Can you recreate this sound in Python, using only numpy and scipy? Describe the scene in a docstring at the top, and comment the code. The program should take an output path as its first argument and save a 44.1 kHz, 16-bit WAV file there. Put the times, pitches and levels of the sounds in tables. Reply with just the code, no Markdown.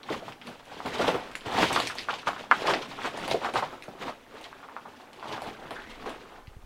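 """Boots shift on loose rock at the mouth of a low flooded tunnel, close to a hand-held camera.
Gravel crunches and slides under the soles: dense short rings plus rubbing noise, swelling with each load.
Single stones knock (short tone pulses), crack (noise bursts) and scrape (a narrow band climbing in pitch).
Rock walls answer with brief decaying noise; air, hiss and rumble lie beneath.
At the end the hand bumps the camera body: damped low sines."""
import sys
import numpy as np
from scipy import signal
from scipy.fft import rfft, irfft, next_fast_len
from scipy.io import wavfile
from scipy.ndimage import map_coordinates

SR = 44100
rng = np.random.default_rng(int(sys.argv[2]) if len(sys.argv) > 2 else 0)


def waveform_to_disk(signal):
    """Save audio, clipped to [-1, 1], as 16-bit WAV at the path in sys.argv[1]."""
    frames = np.transpose(np.atleast_2d(signal))
    scaled = np.clip(frames, -1, 1) * 32767
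    samples = np.round(scaled).astype(np.int16)
    wavfile.write(sys.argv[1], SR, samples)


N = 293265


def amp(db):
    """dB to gain."""
    return 10 ** (np.asarray(db) / 20)


def unit(x):
    """Scaled to rms 1."""
    return x / np.sqrt(np.mean(x ** 2) + 1e-20)


def along(points, hz):
    """(Hz, value) points interpolated on a log frequency axis."""
    point_hz, value = np.transpose(points)
    return np.interp(np.log(hz + 1), np.log(point_hz + 1), value)


def coloured(x, spectrum_db):
    """x through the causal minimum-phase filter with this spectrum, at rms 1."""
    m = 2 * next_fast_len(N // 2 + 4096)
    gain = amp(along(spectrum_db, np.fft.rfftfreq(m, 1 / SR)))
    cepstrum = irfft(np.log(gain), m)
    # folding onto positive times makes the filter causal
    cepstrum[1:m // 2] *= 2
    cepstrum[m // 2 + 1:] = 0
    response = np.exp(rfft(cepstrum))
    return unit(irfft(rfft(x, m) * response, m)[:N])


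def contacts(count, spread_db, low_hz, high_hz, cycles, smooth, clump_db):
    """Random short rings of many sizes mixed with a share of rubbing noise, arriving in clumps."""
    at, pitch, size = rng.random((count, 3)).T
    hz = low_hz * (high_hz / low_hz) ** pitch
    k = np.arange(300)
    life = k * hz[:, None] / SR / cycles
    ring = np.sin(2 * np.pi * cycles * life) * life ** 0.2 * np.exp(-4 * life)
    level = amp(spread_db * size ** 3) * np.sqrt(hz) / np.linalg.norm(ring, axis=1)
    ring *= level[:, None]
    where = (at * N).astype(int)[:, None] + k
    grains = unit(np.bincount(where.ravel(), ring.ravel(), N + len(k))[:N])
    share = np.clip(smooth, 0, 1)
    clumps = map_coordinates(rng.standard_normal(N // 600 + 4), [np.arange(N) / 700])
    mix = np.sqrt(1 - share) * grains + np.sqrt(share) * rng.standard_normal(N)
    return amp(clump_db * clumps) * mix


# Decay of the rock walls. 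Each row: frequency in Hz, time to fall 60 dB in seconds.
WALLS_T60 = [(200, 0.18), (1200, 0.15), (4000, 0.13), (12000, 0.2)]


def echo(seconds, gap_s):
    """A fresh wall answer of energy 1 after a gap: noise decaying at its own rate in each band."""
    hz, t, bands = signal.stft(rng.standard_normal(int(seconds * SR)), SR, nperseg=128)
    decay = amp(-60 * t / along(WALLS_T60, hz)[:, None])
    tail = signal.istft(bands * decay, SR, nperseg=128)[1]
    k = np.arange(len(tail))
    tail = tail * np.clip((k / SR - gap_s) / 0.00083, 0, 1)
    lumps = map_coordinates(rng.standard_normal(50), [k / 350])
    tail = tail * amp(1.75 * lumps)  # uneven rock faces return separate clumps
    return tail / np.linalg.norm(tail)


def add(out, s, hit, echo_db):
    """Puts a hit and its own echo at time s; the nearest rocks answer first and loudest."""
    walls = echo(.22, gap_s=0.0019)
    walls = walls * (1 + amp(-5) * np.exp(-(np.arange(len(walls)) / SR / 0.0037) ** 2))
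    tail = amp(echo_db) * signal.fftconvolve(hit, walls / np.linalg.norm(walls))
    tail[:len(hit)] += hit
    out[round(s * SR):][:len(tail)] += tail


# Weight shifting between the steps. Each row: time in seconds, stones level in dB.
SHUFFLE = [(0.0, -53.5), (0.2, -57), (0.4, -56), (0.6, -69), (1.3, -66), (1.43, -58.5), (3.9, -51),
           (4.22, -54), (4.7, -52), (5.17, -53.5), (5.6, -53), (6.37, -50), (6.45, -58.5), (6.65, -59.5)]
SHUFFLE_GRIT_DB, SHUFFLE_THUD_DB = -9, -13.5  # relative to the stones
# A sole loads the gravel and lets go. Each row: peak time in seconds, stones level in dB,
# swell in seconds, fade in seconds, fine grit in dB re stones, ground thud in dB re stones.
CRUNCHES = [(0.13, -36.5, 0.09, 0.12, -4, -5.5), (0.3, -46, 0.17, 0.087, -2.5, -1.5),
            (0.48, -44.5, 0.089, 0.16, -4, -3), (0.78, -45.5, 0.25, 0.16, -2.5, -9),
            (0.861, -34, 0.021, 0.078, -4.5, -3.5), (0.95, -36, 0.16, 0.53, -5, -11),
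            (0.997, -31.5, 0.018, 0.32, -3.5, -11), (1.082, -26.5, 0.13, 0.11, -10, -13.5),
            (1.16, -32.5, 0.14, 0.045, -19, -8.5), (1.35, -51, 0.16, 0.13, -12, -7),
            (1.463, -33.5, 0.016, .12, -7.5, -11), (1.55, -31.5, 0.094, .2, -5, -9),
            (1.632, -22.5, 0.11, 0.059, -2, -8), (1.721, -31, 0.077, 0.21, -2, -7),
            (1.8, -39.5, 0.12, 0.086, 2.5, -18), (1.87, -47.5, 0.1, 0.15, 10, -18),
            (1.98, -50, 0.03, 0.24, 9, -7), (2.11, -40, 0.068, 0.19, -0.5, -12),
            (2.278, -35, 0.021, 0.097, -1.5, -7.5), (2.41, -41, 0.077, .13, -4.5, -13),
            (2.53, -39, 0.032, 0.52, -0.5, -7.5), (2.7, -22.5, 0.089, 0.13, -8, -20),
            (2.89, -56, 0.042, 0.2, 9.5, 6.5), (3.06, -34, 0.12, 0.074, -2.5, -13),
            (3.24, -36.5, 0.26, 0.092, -3.5, -9), (3.31, -36.5, 0.056, 0.14, 1.5, -2.5),
            (3.46, -31, 0.062, 0.07, -8, -15), (3.54, -37.5, 0.0093, .1, -0.5, -10),
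            (3.578, -30, 0.05, 0.08, -2.5, -11.5), (3.74, -43.5, 0.37, 0.077, -6, -7),
            (3.89, -51.5, .03, 0.065, -4, 4), (4.021, -40, 0.039, 0.094, -1.5, -8),
            (4.08, -36.5, 0.13, 0.06, -9, -10), (4.35, -45.5, 0.051, .2, -11, -13),
            (4.46, -51, 0.13, 0.073, 3, -27), (4.87, -51.5, .03, 0.16, -4.5, -5),
            (5.33, -36, 0.14, 0.15, -6, -10), (5.48, -40, 0.11, 0.13, -6, -7),
            (5.65, -45.5, 0.18, 0.15, -10, -7), (5.72, -40, 0.041, 0.2, -11, -13.5),
            (5.9, -56, 0.22, .3, 3, -1), (6.03, -43, 0.085, .1, -11.5, -6),
            (6.066, -37, .015, 0.17, -8.5, -13)]
SWELL_DB = 20  # level change over one swell or fade time


def load():
    """Gains of stones, grit and thud: every crunch swells and fades evenly in dB over the shuffle."""
    t = np.arange(N) / SR
    layer_db = np.array([[0], [SHUFFLE_GRIT_DB], [SHUFFLE_THUD_DB]])
    power = amp(np.interp(t, *np.transpose(SHUFFLE)) + layer_db) ** 2
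    for s, db, swell_s, fade_s, grit_db, thud_db in CRUNCHES:
        distance = np.maximum((s - t) / swell_s, (t - s) / fade_s)
        shape = amp(db - SWELL_DB * distance) ** 2
        power = power + amp([[0], [grit_db], [thud_db]]) ** 2 * shape
    return np.sqrt(power)


# Filter on the stone contacts. Each row: frequency in Hz, relative gain in dB.
STONES_FILTER = [(88, -31), (150, -39.5), (226, -1.5), (270, -0.5), (500, 0.5), (562, -2), (823, 0),
                 (1760, -6.5), (3570, -21.5), (5000, -47), (6500, -51), (11000, -120)]
# Filter on the grit contacts. Each row: frequency in Hz, relative gain in dB.
GRIT_FILTER = [(1200, 0), (2500, 5.5), (3500, 4.5), (5000, -3.5), (8000, -13), (12000, -23.5), (16000, -35)]
# Spectrum of the ground thud. Each row: frequency in Hz, relative density in dB per Hz.
THUD_SPECTRUM = [(20, -47), (50, -14.5), (100, -2), (200, 2), (300, 0), (500, -37)]


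def gravel():
    """Ringing stones, fine grit and low ground noise all follow the pressure of the sole."""
    stone_hits = contacts(count=6000, spread_db=11, low_hz=192.6, high_hz=4740,
                          cycles=8.3, smooth=0.7, clump_db=0.5)
    stones = coloured(stone_hits, STONES_FILTER)
    grit_hits = contacts(count=12000, spread_db=5.0, low_hz=1858, high_hz=15600,
                         cycles=22, smooth=0.65, clump_db=2.5)
    grit = coloured(grit_hits, GRIT_FILTER)
    thud = coloured(rng.standard_normal(N), THUD_SPECTRUM)
    direct = np.sum(load() * [stones, grit, thud], axis=0)
    wet, step = np.zeros(N + SR), 8192
    for start in range(0, N, step):  # the sliding stones move, so the walls keep answering differently
        part = signal.fftconvolve(direct[start:start + step], echo(.25, gap_s=0.00305))
        wet[start:start + len(part)] += part
    return direct + amp(-9.0) * wet[:N]


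# Still air and microphone hiss. Each row: frequency in Hz, relative density in dB per Hz.
AIR_SPECTRUM = [(20, -14), (60, -3), (250, -9), (1000, -23), (3000, -22.5), (6000, -21.5), (16000, -28)]


def air():
    """Steady coloured noise for the still air and microphone hiss."""
    return amp(-65.5) * coloured(rng.standard_normal(N), AIR_SPECTRUM)


# Low rumble on the microphone. Each row: time in seconds, level in dB.
RUMBLE = [(0.0, -64), (0.53, -68), (1.02, -66), (1.5, -57), (2.11, -76), (2.89, -63), (3.8, -65),
          (4.5, -70), (5.08, -76), (5.91, -52.5), (6.3, -61.5), (6.65, -50)]


def rumble():
    """Noise banded to 8-32 Hz, wandering in level."""
    band = signal.butter(2, [8, 32], "band", fs=SR, output="sos")
    low = unit(signal.sosfilt(band, rng.standard_normal(N)))
    return amp(np.interp(np.arange(N) / SR, *np.transpose(RUMBLE))) * low


# Stray pebbles: peak dB over stones gain, middle pitch, pitch spread, echo dB re hit.
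PEBBLE_DB, PEBBLE_HZ, PEBBLE_OCTAVES, PEBBLE_ECHO_DB = 3, 756, 0.54, 4.5


def pebbles(count):
    """Rows like KNOCKS at random moments, as strong as the gravel is loaded."""
    at, pitch = rng.random(count), rng.standard_normal(count)
    db = 20 * np.log10(load()[0][(at * N).astype(int)]) + PEBBLE_DB
    hz = PEBBLE_HZ * 2 ** (PEBBLE_OCTAVES * np.clip(pitch, -2, 2))
    return list(zip(at * N / SR, db, hz, np.full(count, PEBBLE_ECHO_DB)))


# Small edges cracking. Each row: start in seconds, direct peak in dB, bright band gain in dB re dull band.
CRACKS = [(0.032, -32, -22.5), (0.102, -27, -22), (0.3228, -32, -22), (0.4163, -47, -14),
          (0.4708, -29.5, -14), (0.655, -41, -6), (0.861, -31, -18), (1.0799, -26, -16),
          (1.315, -33.5, -15), (1.3548, -25.5, -8.5), (1.409, -34, -20), (1.4335, -51, -16),
          (1.4625, -37, -18), (1.729, -19, -3), (1.7604, -13.5, -20), (1.8016, -15, -13),
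          (1.8723, -16.5, -13), (1.953, -34, -3), (1.9849, -18, -27), (2.107, -22.5, -32),
          (2.1398, -23, -28), (2.277, -48, -12), (2.672, -15, -27), (2.7371, -14, -33), (2.823, -24, -28),
          (2.918, -32, -20), (3.175, -30, -8), (3.227, -35, -16), (3.279, -24, -10), (3.3123, -14.5, -17),
          (3.446, -28.5, -15), (3.5384, -34, 0), (3.8236, -29.5, -22), (3.839, -39, 8), (4.342, -47, -6),
          (4.4123, -36.5, -10), (4.442, -30.5, -20), (5.1317, -36, -13), (5.197, -37, -19),
          (5.326, -25, -21), (5.42, -29.5, -12), (5.468, -38, -12), (5.708, -29, -17), (5.8212, -34.5, -20),
          (6.06, -43, -10), (6.095, -32, -10), (6.4723, -39.5, -21)]
CRACK_ECHO_DB, SNAP = 1.5, 4  # echo re hit; first edge over the burst's spread


def cracks():
    """Sharp edges snap: an impulse and fast-dying noise in a dull and a bright band."""
    out, t = np.zeros(N + SR), np.arange(800) / SR
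    dull = signal.butter(3, [1900, 4600], "band", fs=SR)
    bright = signal.butter(2, [4500, 10000], "band", fs=SR)
    for s, db, bright_db in CRACKS:
        burst = rng.standard_normal(len(t)) * amp(-60 * t / 0.0035)
        burst[0] += SNAP  # the first contact is one sharp edge
        crack = signal.lfilter(*dull, burst) + amp(bright_db) * signal.lfilter(*bright, burst)
        add(out, s, amp(db) * crack / np.abs(crack).max(), CRACK_ECHO_DB)
    return out[:N]


# Stones knocking. Each row: start in seconds, direct peak in dB, pitch in Hz, echo in dB re hit.
KNOCKS = [(0.086, -30.5, 1040, 12.5), (0.101, -27.5, 423, 10), (0.22, -35, 576, 6.5),
          (0.28, -25, 830, -0.5), (0.414, -31, 2480, 2.5), (0.472, -34.5, 780, 7), (0.596, -38.5, 883, 1),
          (0.668, -40.5, 610, 5), (0.713, -37.5, 770, 9), (0.802, -23, 990, -2), (0.851, -30, 810, 11),
          (0.993, -19, 595, 8.5), (1.079, -16.5, 560, 6), (1.142, -20, 487, 3), (1.352, -18, 2000, -4.5),
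          (1.461, -42, 800, -3), (1.496, -31, 890, 5), (1.518, -27, 820, 7), (1.544, -20, 800, 7),
          (1.58, -12.5, 880, 4), (1.702, -22.5, 895, 11.5), (1.761, -9.5, 1040, 3), (1.8, -16, 860, -3.5),
          (1.868, -32, 746, -7), (1.898, -23.5, 1340, 6.5), (1.953, -30, 837, 1.5), (1.984, -40, 2200, -11),
          (2.085, -16, 1150, 5.5), (2.129, -25, 1000, 5), (2.23, -32, 1240, 1), (2.27, -14.5, 1100, 7.5),
          (2.331, -24, 1100, -7), (2.362, -29, 1230, 6), (2.407, -31, 544, -11), (2.512, 0.5, 1326, 0),
          (2.618, -22.5, 470, -13), (2.642, -22, 472, -8), (2.675, -20, 935, 10), (2.735, -19, 690, 4.5),
          (2.911, -32.5, 980, 5.5), (2.983, -33, 1010, 10), (3.017, -23, 1770, -14),
          (3.045, -19.5, 1250, 7), (3.073, -22, 635, -16), (3.14, -29, 550, 3), (3.175, -23.5, 794, 1),
          (3.277, -25, 740, 8), (3.312, -15, 625, -1.5), (3.342, -15.5, 524, 2.5), (3.415, -24.5, 834, 4.5),
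          (3.445, -18.5, 1090, 5.5), (3.486, -25.5, 570, 2), (3.537, -31, 603, 11), (3.556, -11, 1000, 4),
          (3.623, -18, 910, 6.5), (3.726, -34.5, 800, 4), (3.88, -28.5, 590, 0.5), (4.079, -24, 870, 5),
          (4.414, -36.5, 594, -7), (4.455, -37, 2360, 1), (4.527, -30.5, 1180, 0.5),
          (4.628, -33.5, 1110, 5), (4.686, -30.5, 1060, 0), (4.725, -39, 770, -2), (4.764, -22, 1100, -2),
          (4.853, -36.5, 935, 12), (4.998, -38.5, 764, 3), (5.124, -43, 781, 4), (5.226, -26.5, 1050, 4),
          (5.254, -28, 760, 1.5), (5.377, -25, 1050, 3.5), (5.418, -26, 745, 1), (5.707, -28, 960, 4),
          (5.759, -40, 1550, -3), (6.058, -26.5, 1050, 3), (6.06, -34.5, 428, 10), (6.32, -40, 745, 7)]


def knocks():
    """Blows of two or three cycles with a higher mode; each reaches the walls from another spot."""
    out, t = np.zeros(N + SR), np.arange(800) / SR
    for s, db, hz, echo_db in KNOCKS + pebbles(count=50):
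        late = t - .001 - 1.242 / hz  # time from the middle of the blow
        blow = np.exp(-(late * hz / 0.7) ** 2) * np.sin(2 * np.pi * hz * late)
        higher = np.exp(-(late * hz / 0.61) ** 2) * np.sin(2 * np.pi * 1.96 * hz * late)
        blow += amp(-14.5) * higher
        add(out, s, amp(db) * blow / np.abs(blow).max(), echo_db)
    return out[:N]


# A stone dragging on rock. Each row: time in seconds, pitch in Hz, level in dB.
SCRAPE = [(5.74, 1567, -77), (5.761, 1605, -43), (5.8, 1650, -45), (5.85, 1820, -55), (5.899, 2070, -50),
          (5.96, 2110, -56), (6.03, 2180, -71)]


def scrape():
    """A narrow band of rubbing noise that climbs in pitch: slow noise on a gliding carrier."""
    s, hz, db = np.transpose(SCRAPE)
    t = np.arange(N) / SR
    slow = signal.lfilter(*signal.butter(2, 200, fs=SR), rng.standard_normal((2, N)))
    phase = 2 * np.pi * np.cumsum(np.interp(t, s, hz)) / SR
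    band = unit(slow[0] * np.cos(phase) + slow[1] * np.sin(phase))
    return amp(np.interp(t, s, db, left=-200, right=-200)) * band


# Hand on the camera body. Each row: start in seconds, push in dB before damping, pitch in Hz.
BUMPS = [(6.479, -31, 95), (6.51, -41, 40), (6.566, -32.5, 91), (6.589, -40, 60), (6.639, -43, 70)]


def bumps():
    """The camera shell is pushed and swings once or twice: heavily damped sines."""
    out, t = np.zeros(N + SR), np.arange(SR // 10) / SR
    for s, db, hz in BUMPS:
        swing = np.sin(2 * np.pi * hz * t) * np.exp(-1.8 * hz * t)
        out[round(s * SR):][:len(t)] += amp(db) * swing
    return out[:N]


def scene():
    """Gravel, stones and bumps over still air, microphone hiss and rumble."""
    return (gravel() + air() + rumble() + cracks() + knocks() + scrape() + bumps())[None]


TOP_HZ = 15830  # band limit


def record(dry):
    """The input rounds off the loudest peak; nothing is kept above the band limit."""
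    soft = dry / (1 + np.abs(dry / .97) ** 8) ** (1 / 8)
    m = next_fast_len(N + 4096)
    keep = np.fft.rfftfreq(m, 1 / SR) < TOP_HZ
    return irfft(rfft(soft, m) * keep, m)[:, :N]


dry = scene()
out = record(dry)
waveform_to_disk(out)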